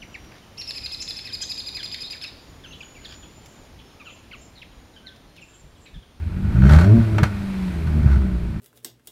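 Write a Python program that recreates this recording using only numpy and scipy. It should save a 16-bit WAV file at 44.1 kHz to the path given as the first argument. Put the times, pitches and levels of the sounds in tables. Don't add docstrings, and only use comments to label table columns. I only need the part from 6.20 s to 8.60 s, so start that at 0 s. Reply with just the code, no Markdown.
import sys
import numpy as np
from scipy import signal
from scipy.fft import rfft, irfft, next_fast_len
from scipy.io import wavfile
from scipy.ndimage import map_coordinates

SR = 44100
rng = np.random.default_rng(int(sys.argv[2]) if len(sys.argv) > 2 else 0)


def master(y):
    cut = np.clip(np.atleast_2d(y).T, -1, 1)
    pcm = np.round(cut * 32767)
    wavfile.write(sys.argv[1], SR, pcm.astype(np.int16))


N = 105840
T = np.arange(N) / SR


def amp(db):
    return 10 ** (np.asarray(db) / 20)


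def unit(x):
    return x / np.sqrt(np.mean(x ** 2) + 1e-20)


def curve(rows):
    return np.interp(T, *np.transpose(rows))


def wobble(knots_per_s):
    return map_coordinates(rng.standard_normal(400), [T * knots_per_s], mode="wrap")


def filtered(x, response):
    size = next_fast_len(N + SR // 2)
    return irfft(rfft(x, size) * response(np.fft.rfftfreq(size, 1 / SR)), size)[:N]


def soften(x, corner_hz):
    return signal.sosfilt(signal.butter(2, corner_hz, fs=SR, output="sos"), x)


def noise(colour):
    hz, db = np.transpose(colour)
    white = rng.standard_normal(N)
    return unit(filtered(white, lambda f: amp(np.interp(np.log(f + 1), np.log(hz + 1), db))))


def ring(x, modes, alternate):
    sign = -1 if alternate else 1
    def response(f):
        return sum(sign ** k * amp(db) * 1j * f * width / (hz * hz - f * f + 1j * f * width)
                   for k, (hz, width, db) in enumerate(modes))
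    return unit(filtered(x, response))


# time_s, firing_rate_hz
ENGINE_SPEED = [(0, 38.8), (.15, 45.6), (.27, 51.6), (.34, 58.8), (.44, 65.7), (.51, 74), (.56, 75.2),
                (.63, 91.3), (.69, 104.1), (.75, 115), (.8, 114.7), (.9, 108), (1.15, 101), (1.48, 91.5),
                (1.6, 81), (1.84, 72.7), (1.96, 67.8), (2.11, 60.7), (2.29, 55.8), (2.4, 51.5)]

def firing_count(zero_s=.45):
    firings = np.cumsum(curve(ENGINE_SPEED)) / SR
    return firings - np.interp(zero_s, T, firings)


# time_s, level_db
BOOM_LEVEL = [(0, -54), (.15, -39), (.27, -27), (.35, -23), (.44, -14), (.56, -10), (.6, -16),
              (.635, -17.5), (.69, -9), (.74, -6.5), (.78, -27), (.81, -16), (.85, -20.5), (.95, -20),
              (1.1, -29), (1.5, -49), (1.6, -31.5), (1.72, -22.5), (1.78, -19), (1.95, -12.5), (2.03, -23),
              (2.4, -33)]
# time_s, level_db
OCTAVE_LEVEL = [(0, -30), (.08, -25.5), (.15, -32), (.27, -25.5), (.35, -18.5), (.44, -12), (.56, -13.5),
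                (.62, -50), (.66, -23), (.7, -33), (.745, -15), (.78, -10), (.83, -24), (.9, -43),
                (1.08, -49), (1.15, -34), (1.49, -26.5), (1.54, -33.5), (1.7, -28.5), (1.88, -20.5),
                (2.0, -32), (2.4, -30)]

def boom(firings, waver_db=1, lumpy_db=2, steady_hz=64):
    depth_db = waver_db + lumpy_db * np.clip((steady_hz - curve(ENGINE_SPEED)) / 10, 0, 1)
    def note(level, ratio):
        return amp(curve(level) + depth_db * wobble(40)) * np.cos(2 * np.pi * ratio * firings)
    return -np.sqrt(2) * (note(BOOM_LEVEL, 0.99) + note(OCTAVE_LEVEL, 2))


CYLINDER_ACCENTS = [2.65, -3.1, -0.58, -1.3, 0.84, -0.45]
# time_s, level_db
SILENCER_LEVEL = [(0, -40.5), (.12, -34), (.22, -28), (.33, -23), (.43, -17.5), (.55, -13), (.63, -17),
                  (.72, -33), (.78, -14.5), (.86, -36.5), (1.0, -23.5), (1.1, -35.5), (1.5, -37),
                  (1.64, -31), (1.76, -19.5), (1.95, -26), (2.12, -29.5), (2.4, -32)]
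# pitch_hz, width_hz, gain_db
SILENCER_MODES = [(73.6, 9.9, -14.5), (135.3, 66, -9.5), (192, 18.1, 1.5), (229, 4.2, -10)]
# time_s, level_db
PIPE_LEVEL = [(0, -57), (.25, -49), (.4, -37), (.5, -27.5), (.6, -33.5), (.7, -23), (.78, -29), (.83, -36),
              (1.02, -28.5), (1.1, -48.5), (1.6, -41), (1.88, -36.5), (2.1, -40), (2.4, -52)]
# pitch_hz, width_hz, gain_db
PIPE_MODES = [(273, 11.6, -0.5), (331, 36.5, 2), (407.7, 20, 0.5), (577, 46, -9.5), (689.7, 20, -7),
              (946, 110, -19)]

def exhaust_pulses(firings, jitter_s=.00024, scatter_db=2.03, low_cut_hz=210, edge_hz=1000):
    index = np.arange(np.ceil(firings[0]), firings[-1]).astype(int)
    timing, strength = rng.standard_normal((400, 2))[index].T
    start_s = np.interp(index, firings, T) + jitter_s * timing
    size = amp(np.take(CYLINDER_ACCENTS, index, mode="wrap") + scatter_db * strength)
    size /= np.sqrt(np.interp(start_s, T, curve(ENGINE_SPEED)))
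    clicks = np.bincount(np.clip(start_s * SR, 0, N - 1).astype(int), size, N)
    train = -soften(clicks, edge_hz)
    sharp = signal.sosfilt(signal.butter(2, low_cut_hz, "high", fs=SR, output="sos"), train)
    throb = amp(curve(SILENCER_LEVEL)) * ring(train, SILENCER_MODES, alternate=True)
    growl = amp(curve(PIPE_LEVEL)) * ring(sharp, PIPE_MODES, alternate=True)
    return throb + growl


# freq_hz, gain_db
RUMBLE_COLOUR = [(20, -8.5), (35, -16.5), (55, 0.5), (76, 4.5), (110, -7.5), (200, -9.5), (300, -20),
                 (500, -34.5), (1000, -66)]

def rumble(level_db=-26.5, swell=.64):
    pulse_db = curve(SILENCER_LEVEL)
    return amp(level_db + swell * (pulse_db - pulse_db.mean())) * noise(RUMBLE_COLOUR)


# time_s, level_db
WHIRR_LEVEL = [(0, -48.5), (.3, -44.5), (.75, -39), (1.1, -40.5), (1.48, -39), (1.7, -41.5), (2.1, -44),
               (2.4, -47)]
# freq_hz, gain_db
WHIRR_COLOUR = [(150, -3.5), (300, 8.5), (400, 2), (500, -5.5), (600, -4.5), (900, -2), (1500, -7),
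                (2450, -4.5), (2900, -11.5), (4200, -13), (6000, -22), (10000, -24), (15000, -30)]

def whirr():
    return amp(curve(WHIRR_LEVEL)) * noise(WHIRR_COLOUR)


# pitch_hz, width_hz, gain_db
TAILPIPE_MODES = [(609, 41, 2), (740, 100, -2), (852, 134, -4.5), (923, 46, 2), (1205, 103, 1.5),
                  (1346, 104, 3), (1463, 51, 7), (1580, 50, 0), (1817, 44, 0), (2142, 23, -1),
                  (2457, 33, -6), (3114, 47, -5), (4200, 115, -5.5), (5540, 120, -3.5)]

def tailpipes(spurts, soft_hz=2600):
    eddies = soften(rng.standard_normal(N), soft_hz)
    return ring(spurts * eddies, TAILPIPE_MODES, alternate=False) * np.sqrt(np.mean(spurts ** 2))


# time_s, level_db
RASP_LEVEL = [(0, -55.5), (.22, -50), (.36, -42.5), (.44, -37), (.48, -30), (.52, -24.5), (.56, -27.5),
              (.64, -31), (.72, -44), (.81, -40.5), (.9, -45), (1.1, -46.5), (1.6, -51), (1.77, -45),
              (1.86, -42.5), (1.925, -36), (1.99, -45.5), (2.15, -51.5), (2.4, -51)]
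# freq_hz, gain_db
GAS_COLOUR = [(200, -6), (450, 8.5), (1400, 1), (2700, -9), (3100, -10), (4300, -5.5), (5100, -13),
              (6600, -13.5), (7500, -15), (10000, -20), (15000, -26)]
# time_s, level_db
TIP_LEVEL = [(0, -71), (.38, -55), (.43, -37.5), (.54, -32), (.6, -39.5), (.72, -55), (1.6, -64),
             (1.77, -51), (1.92, -45), (1.98, -54), (2.2, -67)]
# pitch_hz, width_hz, gain_db
TIP_MODES = [(1330, 56, -3), (1440, 40, 1.5), (1594, 70, -8)]

def rasp(firings, lag=.072, fall_db=10, scatter_db=1.8, hiss_db=-3, hiss_swell=.43, tip_hz=1800):
    index, phase = np.divmod(firings - lag, 1)
    size_db = scatter_db * rng.standard_normal(400)[index.astype(int)]
    spurts = unit(amp(size_db - fall_db * phase))
    flow_db = curve(RASP_LEVEL)
    hiss_gain = amp(hiss_db + hiss_swell * (flow_db - flow_db.max()))
    hiss = hiss_gain * unit(spurts ** .75) * noise(GAS_COLOUR)
    buffeting = soften(spurts ** 2 * rng.standard_normal(N), tip_hz)
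    tips = amp(curve(TIP_LEVEL)) * ring(buffeting, TIP_MODES, alternate=True)
    return amp(flow_db) * (tailpipes(spurts) + hiss) + tips


# start_s, thump_db, crack_db, hiss_re_crack_db
POP_CUES = [(.298, -12, -40, -15), (0.3882, -14, -40, -20), (0.4173, -25, -22, -32),
            (0.4342, -20, -25.5, -16), (0.4913, -24, -15.5, -13), (0.572, -8.5, -40, -6),
            (.586, -30, -35, -4), (0.81, -13, -36, -23), (.928, -14, -49, -8), (.981, -69, -12, -11),
            (1.031, -1.5, -11, -2.5), (1.669, -16.5, -32, -2), (1.862, -4, -53, -24), (1.974, -9.5, -42, 0),
            (2.123, -21, -69, -23)]
# pitch_hz, gain_db, t60_s
STEEL_MODES = [(1475, -22, .2), (2331, -24, .16), (2509, -27, .22), (5790, -27, .1), (5960, -29, .09)]

def pops(thump_s=.0022, hum_hz=79.6, hum_t60=.07, hum_db=-6,
         crack_delay_s=.00076, attack_s=.0016, crack_t60=.026, tail_t60=.21, tail_db=-18.5):
    hits, spurts, hiss_envelope = np.zeros((3, N))
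    for start_s, thump_db, crack_db, hiss_db in POP_CUES:
        span = slice(int((start_s - .02) * SR), int((start_s + .3) * SR))
        t = T[span] - start_s
        age, crack_age = np.maximum(t, 0), np.maximum(t - crack_delay_s, 0)
        thump = ((t / thump_s) ** 2 - 1) * np.exp(-(t / thump_s) ** 2 / 2)
        hum = amp(hum_db - 60 * age / hum_t60) * np.sin(2 * np.pi * hum_hz * age)
        steel = sum(amp(db - 60 * crack_age / t60) * np.sin(2 * np.pi * hz * crack_age)
                    for hz, db, t60 in STEEL_MODES)
        hits[span] += amp(thump_db) * (thump + hum) + amp(crack_db + hiss_db) * steel
        decay = amp(-60 * crack_age / crack_t60) + amp(tail_db - 60 * crack_age / tail_t60)
        spurt = amp(crack_db) * (1 - np.exp(-crack_age / attack_s)) * decay
        spurts[span] += spurt
        hiss_envelope[span] += amp(hiss_db) * spurt
    return hits + tailpipes(spurts) + hiss_envelope * noise(GAS_COLOUR)


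def fence(x, level_db=-13, t60_s=.092, predelay_s=.004, low_cut_hz=450):
    t = T[:SR // 4]
    tail = rng.standard_normal(len(t)) * amp(-60 * t / t60_s) * (t > predelay_s)
    wet = signal.fftconvolve(x, tail / np.linalg.norm(tail))[:N]
    return amp(level_db) * filtered(wet, lambda f: f ** 4 / (f ** 4 + low_cut_hz ** 4))


def scene():
    firings = firing_count()
    exhaust = boom(firings) + exhaust_pulses(firings) + rasp(firings) + rumble() + pops()
    return (exhaust + fence(exhaust) + whirr())[None]


def record(dry, top_hz=15400):
    rounded = dry[0] / (1 + np.abs(dry[0]) ** 8) ** (1 / 8)
    return filtered(rounded, lambda f: f < top_hz)[None]


dry = scene()
out = record(dry)
master(out)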